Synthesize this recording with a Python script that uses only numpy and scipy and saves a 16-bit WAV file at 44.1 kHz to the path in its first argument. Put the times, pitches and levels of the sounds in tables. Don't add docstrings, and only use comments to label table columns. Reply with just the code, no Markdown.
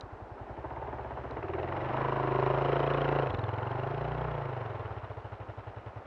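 import sys
import numpy as np
from scipy import signal
from scipy.fft import rfft, irfft, next_fast_len
from scipy.io import wavfile
from scipy.ndimage import uniform_filter1d

SR = 44100
rng = np.random.default_rng(int(sys.argv[2]) if len(sys.argv) > 2 else 0)


def unload_wav(signal):
    wavfile.write(
        sys.argv[1],
        SR,
        np.round(np.clip(np.atleast_2d(signal).T, -1, 1) * 32767).astype(np.int16),
    )


def magnitude_from_level(level_db):
    exponent = np.asarray(level_db, float) / 20
    return 10 ** exponent


N = 267246


def unit(x):
    return x / np.sqrt(np.mean(x ** 2) + 1e-20)


def near(x, centre, width):
    return np.exp(-((x - centre) / width) ** 2)


def swell(t, tau):
    return t / tau * np.exp(1 - t / tau)


def filtered(x, response):
    m = next_fast_len(N + SR // 2)
    return irfft(rfft(x, m) * response(np.fft.rfftfreq(m, 1 / SR)), m)[:N]


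def below(x, hz):
    return filtered(x, lambda f: 1 / (1 + (f / hz) ** 6))


def lifted(x, gain_db, hz, width_hz):
    return x + (magnitude_from_level(gain_db) - 1) * filtered(x, lambda f: near(f, hz, width_hz))


def coloured(x, spectrum, share=lambda f: 1):
    hz, db = np.transpose(spectrum)
    x = unit(filtered(x, lambda f: magnitude_from_level(np.interp(np.log(f + 1), np.log(hz), db))))
    return filtered(x, lambda f: np.sqrt(share(f)))


def noise(spectrum, gate=1, share=lambda f: 1):
    return coloured(gate * rng.standard_normal(N), spectrum, share)


def flutter(db):
    return magnitude_from_level(db * unit(uniform_filter1d(rng.standard_normal(N), size=90)))


def laid(times, shapes):
    index = np.round(times * SR).astype(int)[:, None] + np.arange(shapes.shape[1])
    keep = (index >= 0) & (index < N)
    return np.bincount(index[keep], shapes[keep], N)


def levelled(x, db):
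    power = x ** 2
    for _ in range(2):
        power = uniform_filter1d(power, size=SR // 6, mode="reflect")
    return x * magnitude_from_level(db) / np.sqrt(np.abs(power) + 1e-12)


def curves(rows, s):
    at, *cols = np.transpose(rows)
    return [np.interp(s, at, c) for c in cols]


# (time [s], firing rate [firings per s])
CRANK_SPEED = [(0.0, 10.88), (0.469, 10.31), (0.782, 18.09), (0.891, 18.36), (1.159, 15.04), (1.347, 15.34),
               (1.548, 20.31), (2.015, 26.73), (2.443, 26.21), (2.524, 27.1), (3.016, 28.19),
               (3.235, 27.74), (3.447, 19.23), (4.02, 29.24), (4.246, 31.12), (5.019, 15.05),
               (5.614, 10.68), (6.06, 9.97)]


def speed(s):
    flywheel_s = .14
    rate = curves(CRANK_SPEED, np.arange(N) / SR)[0]
    smooth = uniform_filter1d(rate, size=round(flywheel_s * SR), mode="nearest")
    return np.interp(s, np.arange(N) / SR, smooth)


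def firings():
    first_cycles = .47
    s = np.arange(N) / SR
    cycles = np.cumsum(speed(s)) / SR - first_cycles
    fire = np.interp(np.arange(int(cycles[-1]) + 1), cycles, s)
    return np.append(fire, 2 * fire[-1] - fire[-2])


# (time [s], heading [degrees])
BIKE_HEADING = [(0, -20), (.4, -20), (.6, 0), (1.35, 10), (1.5, 40), (1.86, 70), (1.88, 75), (2.3, 93),
                (2.55, 102), (2.72, 119), (3.27, 125), (3.35, 170), (3.6, 178), (4.7, 185), (5, 195),
                (6.06, 200)]


def facing(rows, s):
    return curves(rows, curves(BIKE_HEADING, s)[0])


SHARED_HEADINGS = [-20, 5, 40, 75, 95, 120, 170, 180, 198]


def by_bearing(rows, s):
    return facing(np.column_stack([SHARED_HEADINGS, rows]), s)


# (time [s], level [dB])
MOTOR_LOUDNESS = [(0, -48), (.32, -48.5), (.6, -43.5), (.88, -41.5), (1.2, -41.5), (1.42, -39.5),
                  (1.62, -36.5), (1.87, -34), (2.01, -31), (2.15, -32.5), (2.45, -30), (3.21, -30.5),
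                  (3.37, -38.5), (3.8, -36), (4.29, -36), (4.7, -39.5), (5.16, -45.5), (6.06, -48)]


def loudness(s):
    return curves(MOTOR_LOUDNESS, s)[0]


# (frequency [Hz], level [dB per Hz])
AIR_COLOUR = [(18, -23.5), (40, -8.5), (150, -10.5), (400, -16), (1500, -36), (3500, -36.5), (5500, -43),
              (8000, -51), (12300, -62.5), (13000, -120)]


def winter_air():
    return magnitude_from_level(-60) * noise(AIR_COLOUR)


# (time [s], peak level [dB], level of what rings above the main tone [dB])
CAMERA_TICKS = [
    (0.0094, -35, -3.5),
    (1.31, -45.5, -6),
]
# (frequency [Hz], level [dB], ring time [ms])
CAMERA_BODY = [(3950, 0, .6), (5800, -6, .3), (3200, -7, .4), (4600, -2, .4)]


def camera():
    s, db, top_db = np.transpose(CAMERA_TICKS)
    t = np.arange(SR // 100) / SR
    main_hz = CAMERA_BODY[0][0]
    tick = 0
    for hz, level, ring_ms in CAMERA_BODY:
        size = magnitude_from_level(level + top_db[:, None] * (hz > main_hz))
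        tick = tick + size * np.sin(2 * np.pi * hz * t) * swell(t, ring_ms / 1000)
    return laid(s + 0.000069, magnitude_from_level(db - 2.5)[:, None] * tick)


# (clatter level [dB], roar under 330 Hz [dB],
# share gated by the firing [0-1], side cover's band [dB])
MOTOR_SIDES = [(-20, 5, 0.2, -0.5), (-18.5, 2.5, 0.42, -0.5), (-15.5, 2, 0.59, -2.5), (-17, 3, 0.32, 2.5),
               (-18.5, 3.5, 0.28, 5), (-16.5, -6.5, 0.35, 0), (-15, 7, 0.38, 3), (-18, -3.5, 0.08, 0.5),
               (-16.5, 0.7, 0.36, -0.5)]
# (heading [degrees], gust lead [ms],
# first valve lead [ms], second valve lead [ms], rocker knock between the valves [0-1])
NOISE_LEAD = [(-20, 30, 29, 0, 0), (3, 24, 20.5, -2, .2), (8, 28, 23.5, -3, .1), (10, 28, 23, 0, .1),
              (40, 23, 19, 5, .7), (70, 19, 16.5, 4, .8), (80, 16, 14, 2, .8), (97, 13, 12.5, -.5, .9),
              (105, 12, 10, .3, .3), (125, 12, 10, .8, .5), (170, 18, 12, 5, .6), (178, 17.5, 12, 5.5, .6),
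              (181, 15, 12, 5.5, .5), (183, 14.5, 13, 5.5, .4), (185, 18.5, 14, 7, .3),
              (190, 18, 15, 5.5, .2), (200, 20, 17, 4.5, 0)]
# (heading [degrees], snap polarity [+1 or -1], second valve against
# the first [dB], loose tail parts [0-1], roar that repeats every firing [0-1])
FACING_PARTS = [(-20, 1, -12, 0, .15), (0, 1, -9, 0, .3), (20, 1, -10, 0, .2), (48, 1, -2, 0, .2),
                (72, 1, -4, 0, .35), (85, 1, 0, 0, .75), (110, 1, 1, 0, .7), (125, 1, 3, 0, .72),
                (142, 1, 7, 0, .55), (165, -1, 9, 0, .4), (179, -1, 8, 0, .45), (182, -1, 8, 0, .65),
                (185, -1, 5, .2, .35), (195, -1, -1, .7, .2), (200, -1, -2, .7, .15)]
# (frequency [Hz], level [dB per Hz])
WHIRR_COLOUR = [(880, -38.5), (1700, 0.5), (2060, -2), (2400, -4), (2890, -7), (3450, -15), (4200, -19.5),
                (4450, -26.5), (5200, -26.5), (6200, -37), (7600, -48.5), (8300, -46), (10000, -60.5),
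                (12400, -68)]
# (frequency [Hz], level [dB per Hz])
HEAD_COLOUR = [(1200, -28.5), (1900, 2.5), (2300, -5.5), (2900, -2), (3400, -20), (3900, -13), (4300, -20),
               (4500, -37), (5300, -25), (6200, -38.5), (8300, -47), (12400, -64.5)]
# (heading [degrees], frequency [Hz], size [ratio])
VALVE_PING = [(-20, 1500, .6), (0, 2000, .7), (10, 2100, .8), (40, 2200, .5), (75, 2100, .35),
              (95, 2300, .25), (110, 2900, .4), (125, 2950, .5), (170, 3700, .3), (175, 2900, .4),
              (179, 2850, .3), (181, 3000, .15), (195, 3300, .2)]
METAL_COVER = [(-20, .1, 0), (10, .15, 0), (40, .5, 0), (75, .6, 0), (100, 1, 0), (125, 1, .1),
               (170, 1, .55), (178, 1, .3), (182, 1, 0)]


def clatter(fire):
    ping_db, ping_ms = 7.5, 1.6
    chain_hz, chain_db = 4080, 1.5
    s, t = np.arange(N) / SR, np.arange(SR // 50) / SR
    clatter_db, _, share, _ = by_bearing(MOTOR_SIDES, s)
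    share = np.clip(share, 0, 1)
    first_ms, second_ms, rocker = facing(NOISE_LEAD, fire)[1:]
    _, second_db, loose, _ = facing(FACING_PARTS, fire)

    chance = rng.standard_normal((len(fire), 6))
    uneven = magnitude_from_level(1.4 * chance[:, :4])
    size = uneven * np.transpose([1 + 0 * loose, magnitude_from_level(second_db), 1.3 * loose, .9 * loose])
    lag = np.transpose([-first_ms, -second_ms, 3 + 0 * loose, 15 + 0 * loose]) / 1000
    lag = lag + .0008 * chance[:, [4, 5, 4, 5]]
    tick = np.exp(-.5 * ((t - .01) / .0022) ** 2)
    burst = laid((fire[:, None] + lag - .01).ravel(), size.reshape(-1, 1) * tick)
    between = fire + lag[:, 0] + (lag[:, 1] - lag[:, 0]) * rng.uniform(.2, .8, len(fire))
    burst = burst + laid(between - .01, (rocker * uneven[:, 2])[:, None] * tick)

    rattle = flutter(0.42)
    whirr = (1 - share) * noise(WHIRR_COLOUR, rattle * (1 + .5 * burst))

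    ping_hz, ping = facing(VALVE_PING, fire)
    pitches = ping_hz[:, None] * (1 + 0.092 * chance[:, 3::-1])
    ring = np.sin(2 * np.pi * np.outer(pitches, t)) * swell(t, ping_ms / 1000)
    ping_size = magnitude_from_level(ping_db) * ping[:, None] * size
    pings = laid((fire[:, None] + lag - .001).ravel(), ping_size.reshape(-1, 1) * ring)

    chain = np.sin(2 * np.pi * chain_hz * np.outer(1 + 0.032 * chance[:, 2], t)) * swell(t, ping_ms / 1000)
    chain_size = facing(METAL_COVER, fire)[1] * uneven[:, 3]
    pings = pings + laid(fire + 0.018, magnitude_from_level(chain_db) * chain_size[:, None] * chain)

    seat, bright = noise(HEAD_COLOUR, rattle * burst), facing(METAL_COVER, s)[0]
    seat = bright * seat + (1 - bright) * below(seat, 2700)
    return levelled(pings + whirr + 1.84 * share * seat, loudness(s) + clatter_db + 0.5)


# (frequency [Hz], level [dB per Hz])
ROAR_COLOUR = [(120, -39), (190, -14), (250, -11.5), (310, -6), (390, -1), (493, -5), (646, -4), (800, -6),
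               (1060, -7.5), (1150, -11.5), (1390, -12), (1900, -23), (2500, -38), (5500, -120)]
# (heading [degrees], rise time [ms], fall time [ms])
GAS_GUST = [(-21.5, 4, 4.9), (7, 2.2, 15), (33, 0.83, 14), (59.5, 1.1, 6.8), (80, 3, 7.8),
            (125.5, 3.8, 5.1), (182.5, 3, 7.7), (201, 2.5, 17)]
# (heading [degrees], lead [ms])
SNAP_LEAD = [(-20, 19), (3, 18.5), (8, 25.5), (10, 24), (30, 10.7), (40, 10.4), (67, 10.3), (78, 9.5),
             (81, 10.3), (95, 10), (105, 10.3), (121, 10.1), (125, 10.3), (148, 11.5), (170, 15.4),
             (177.7, 15.3), (178.8, 14.1), (180, 13.6), (180.7, 12.9), (181.1, 12.3), (181.6, 12.7),
             (182, 12.6), (182.6, 11.6), (183, 12.6), (183.5, 14.2), (184.3, 16), (185.5, 15.4),
             (190, 14.9), (200, 15.8)]
# (heading [degrees], honk frequency [Hz], second puff's delay [ms],
# push ahead of the boom [0-1])
PIPE_EXIT = [(-20, 364, 10.7, 0), (3, 380, 6, 0), (8, 380, 12.5, 0), (40, 400, 10.7, 0), (95, 380, 10.5, 0),
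             (105, 364, 10.7, 0), (125, 364, 10.7, 0), (172, 368, 11, 0), (174, 368, 11, .3),
             (179, 374, 9.5, .3), (181, 374, 8.9, .3), (186, 370, 9, .6), (200, 364, 9.1, .45)]
# (heading [degrees], snap thrown back by the engine case [0-1], roar level [dB])
CASE_REFLECTION = [(40, 0, 0), (75, .45, -1), (100, .5, -1.5), (120, .15, -.5), (170, 0, 0), (180, .2, -.5),
                   (184, .2, -.5), (190, 0, 0)]
# (frequency [Hz], width [Hz])
PANEL_BANDS = [(380, 70), (640, 70), (800, 70), (1350, 110)]
# (first [dB], second [dB], third [dB], fourth panel [dB])
PANEL_GAINS = [(-1, 0.56, 2.5, -1), (0, 0.14, -3.5, -2.5), (4.5, 1, 1, -3), (-8, 0.44, 1, 0),
               (-2, 0.51, -8, 3), (0, 1.5, -4, 1), (-4, 0.72, 2, 0), (-1, 1.4, 1.5, 0), (-2, 0, 1, 1.5)]


def roar(fire):
    s, t = np.arange(N) / SR, np.arange(SR // 10) / SR
    _, growl_db, share, cover_db = by_bearing(MOTOR_SIDES, s)
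    share, repeat = np.clip(share, 0, 1), facing(FACING_PARTS, s)[3]
    snap_ms, gust_ms = facing(SNAP_LEAD, fire)[0], facing(NOISE_LEAD, fire)[0]

    rise, fall = np.array(facing(GAS_GUST, fire))[..., None].clip(.3) / 1000
    strength = magnitude_from_level(2 * rng.standard_normal((len(fire), 1)))
    gust = laid(fire - gust_ms / 1000, strength * 2 * (1 - np.exp(-t / rise)) * np.exp(-t / fall))
    gate = flutter(2) * (1 - share + share * gust)

    strokes = signal.lfilter([1], [1, -.9], rng.standard_normal((len(fire), len(t))), axis=0)
    low = lambda f: 1 / (1 + (f / 1700) ** 3)
    deep = lambda f: 1 / (1 + (f / 500) ** 8)
    back = (t - facing(PIPE_EXIT, fire)[1][:, None] / 1000 + .004).clip(0)
    puffs = .8 * swell(t, .002) + .7 * swell(back, .004) + .5 * swell(t, .013)
    same = coloured(laid(fire - snap_ms / 1000 - .0005, strokes * puffs), ROAR_COLOUR, low)
    same = same * np.sqrt(25 / speed(s))

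    fresh_low = noise(ROAR_COLOUR, gate, lambda f: low(f) * (1 - .5 * deep(f)))
    fresh = np.sqrt(1 - repeat) * fresh_low + noise(ROAR_COLOUR, gate, lambda f: 1 - low(f))
    gas_db = loudness(s) + facing(CASE_REFLECTION, s)[1] - 0.5
    gas = levelled(np.sqrt(repeat) * same + fresh, gas_db)

    gas = lifted(gas, cover_db, 1020, 130)
    for (hz, width_hz), db in zip(PANEL_BANDS, by_bearing(PANEL_GAINS, s)):
        gas = lifted(gas, db, hz, width_hz)
    howl_db = 7.5 * near(s, 0.85, 0.33)
    gas = lifted(gas, howl_db, 840, 120)
    return gas + (magnitude_from_level(growl_db) - 1) * below(gas, 330)


# (boom level [dB], chamber level [dB], honk level [dB])
OUTLET_SIDES = [(0, -9, -21), (-5, -8.5, -15), (-4, -20, -8), (-6, -17.5, -29), (-3.5, -17, -18.5),
                (-4, -21, -10.5), (5.5, -14, -20), (-1, -19.5, -21.5), (1.6, -9.5, -25)]
# (heading [degrees], level [dB])
SNAP_LEVEL = [(-20, -16.5), (5, -18), (40, -12.5), (75, -6.5), (95, -4.5), (120, -9), (170, -12),
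              (181, -10), (185, -11), (198, -12.5)]


def outlet_levels():
    s = np.arange(N) / SR
    sides = by_bearing(OUTLET_SIDES, s) + facing(SNAP_LEVEL, s)
    boom_db, chamber_db, honk_db, snap_db = np.array(sides) + loudness(s)
    faster = speed(s) - 20
    drone_db = 12 * near(speed(s), 30.2, 2.5)
    thud_db = 9 * near(s, 3.35, .04)
    boom_db = boom_db - thud_db / 4 + 0.03 * faster
    chamber_db = chamber_db + drone_db + thud_db
    return boom_db, chamber_db, snap_db + 0.2268 * faster, honk_db + 1.16 * faster


# (heading [degrees],
# offset from its pitch [Hz], ring time [ms], lead [cycles of the boom])
PIPE_BOOM = [(-20, -12, 5.8, .9), (0, 0, 5.3, .83), (10, 6, 4.8, .85), (45, -8, 4.4, .73), (70, 4, 6, .73),
             (75, 4, 9, 1.75), (90, 2, 11, 1.9), (125, 7, 11.4, 1.91), (147, -24, 6.5, 1.5),
             (170, -15, 5.5, 1.5), (171.5, 0, 6, 1.41), (173, 0, 7.7, 1.41), (178, -1, 6.3, 1.45),
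             (182, 0, 8, 1.53), (186, 0, 6.3, 1.44), (195, 0, 6.1, 1.41), (199, 2, 7.5, 1.47)]
# (firing rate [firings per s], frequency [Hz])
HOT_PIPE_PITCH = [(17, 104.5), (20, 108.5), (31, 140)]
# (heading [degrees], frequency [Hz], lead [ms])
SILENCER_CHAMBER = [(-20, 53, -5.4), (0, 63, -2.5), (20, 70, -3.5), (57, 70, 2.5), (90, 58.5, 6.1),
                    (125, 58, 7.5), (180.5, 59, 12), (182, 65, 10.4), (188, 65, 10.2), (195, 67, 1.2)]
# (heading [degrees], delay [ms], first return [0-1], second return [0-1])
PIPE_RETURN = [(-20, 16, .15, 0), (3, 16, .4, .25), (10, 15.8, .5, .35), (40, 23.5, .6, 0),
               (68, 23, .65, 0), (75, 23, 0, 0)]


def exhaust(fire):
    t = np.arange(SR // 8) / SR
    off_hz, ring_ms, lead_cycles = facing(PIPE_BOOM, fire)
    hz = curves(HOT_PIPE_PITCH, speed(fire))[0] + off_hz
    low_hz, low_lead_ms = facing(SILENCER_CHAMBER, fire)
    size = magnitude_from_level(0.36 * rng.standard_normal((len(fire), 2)))
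    boom_db, chamber_db = outlet_levels()[:2]

    after = t - .5 / hz[:, None]
    push = facing(PIPE_EXIT, fire)[2][:, None] * near(after, -.001, .003)
    envelope = swell(after.clip(0), ring_ms[:, None] / 1000) + push
    pulse = -size[:, :1] * np.sin(2 * np.pi * hz[:, None] * after) * envelope
    chamber = -size[:, 1:] * np.sin(2 * np.pi * low_hz[:, None] * t) * swell(t, .01)

    delay_ms, *returns = facing(PIPE_RETURN, fire)
    start = fire - (lead_cycles + .5) / hz
    boom = laid(start, pulse)
    for trip, share in enumerate(returns, 1):
        boom = boom + laid(start + trip * delay_ms / 1000, share[:, None] * pulse)
    both = levelled(boom, boom_db) + levelled(laid(fire - low_lead_ms / 1000, chamber), chamber_db)
    return below(both, 195)


# (heading [degrees], level [dB])
FIRST_PUFF = [(-20, -6), (10, -3), (40, 10), (80, 9), (97, 3), (110, -2), (122, -6), (125, -3), (170, 7),
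              (180, 4), (182, 7), (184, 4), (186, 8)]


def mouth(fire):
    case_ms = 8.4
    t = np.arange(SR // 20) / SR
    chance = rng.standard_normal((len(fire), 5))
    polarity = facing(FACING_PARTS, fire)[0]
    honk_hz, delay_ms, _ = facing(PIPE_EXIT, fire)
    snap_db, honk_db = outlet_levels()[2:]
    start = fire - facing(SNAP_LEAD, fire)[0] / 1000 + .0001 * chance[:, 0]
    back = start + delay_ms / 1000 + .0001 * chance[:, 1]

    front = np.sin(2 * np.pi * 620 * np.outer(1 + .04 * chance[:, 4], t)) * swell(t, .00055)
    first = polarity[:, None] * magnitude_from_level(0.55 * chance[:, 2:3]) * front
    thrown_back = facing(CASE_REFLECTION, fire)[0][:, None] * first
    snap = laid(start, first) + laid(start + case_ms / 1000, thrown_back)

    honk = np.sin(2 * np.pi * np.outer(honk_hz, t)) * (swell(t, .0019) + .1 * swell(t, .006))
    second = magnitude_from_level(chance[:, 3:4]) * (honk + 0.11 * front)
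    ring = start + .00045 * (1 - polarity)
    first_honk = magnitude_from_level(facing(FIRST_PUFF, fire)[0][:, None] + chance[:, 2:3]) * honk
    honks = laid(back, second) + laid(ring, first_honk)

    both = levelled(snap, snap_db) + levelled(honks, honk_db)
    return filtered(both, lambda f: 1 / (1 + (290 / (f + 1)) ** 6) / (1 + (f / 1500) ** 3))


def scene():
    fire = firings()
    bike = clatter(fire) + roar(fire) + exhaust(fire) + mouth(fire)
    return (winter_air() + camera() + bike)[None]


def top_cut(x):
    return signal.sosfilt(signal.butter(12, 12380, fs=SR, output="sos"), x)


def record(dry):
    mix = filtered(dry[0], lambda f: 1 / (1 + (30 / (f + 1)) ** 4))
    return top_cut(mix[None])


dry = scene()
out = record(dry)
unload_wav(out)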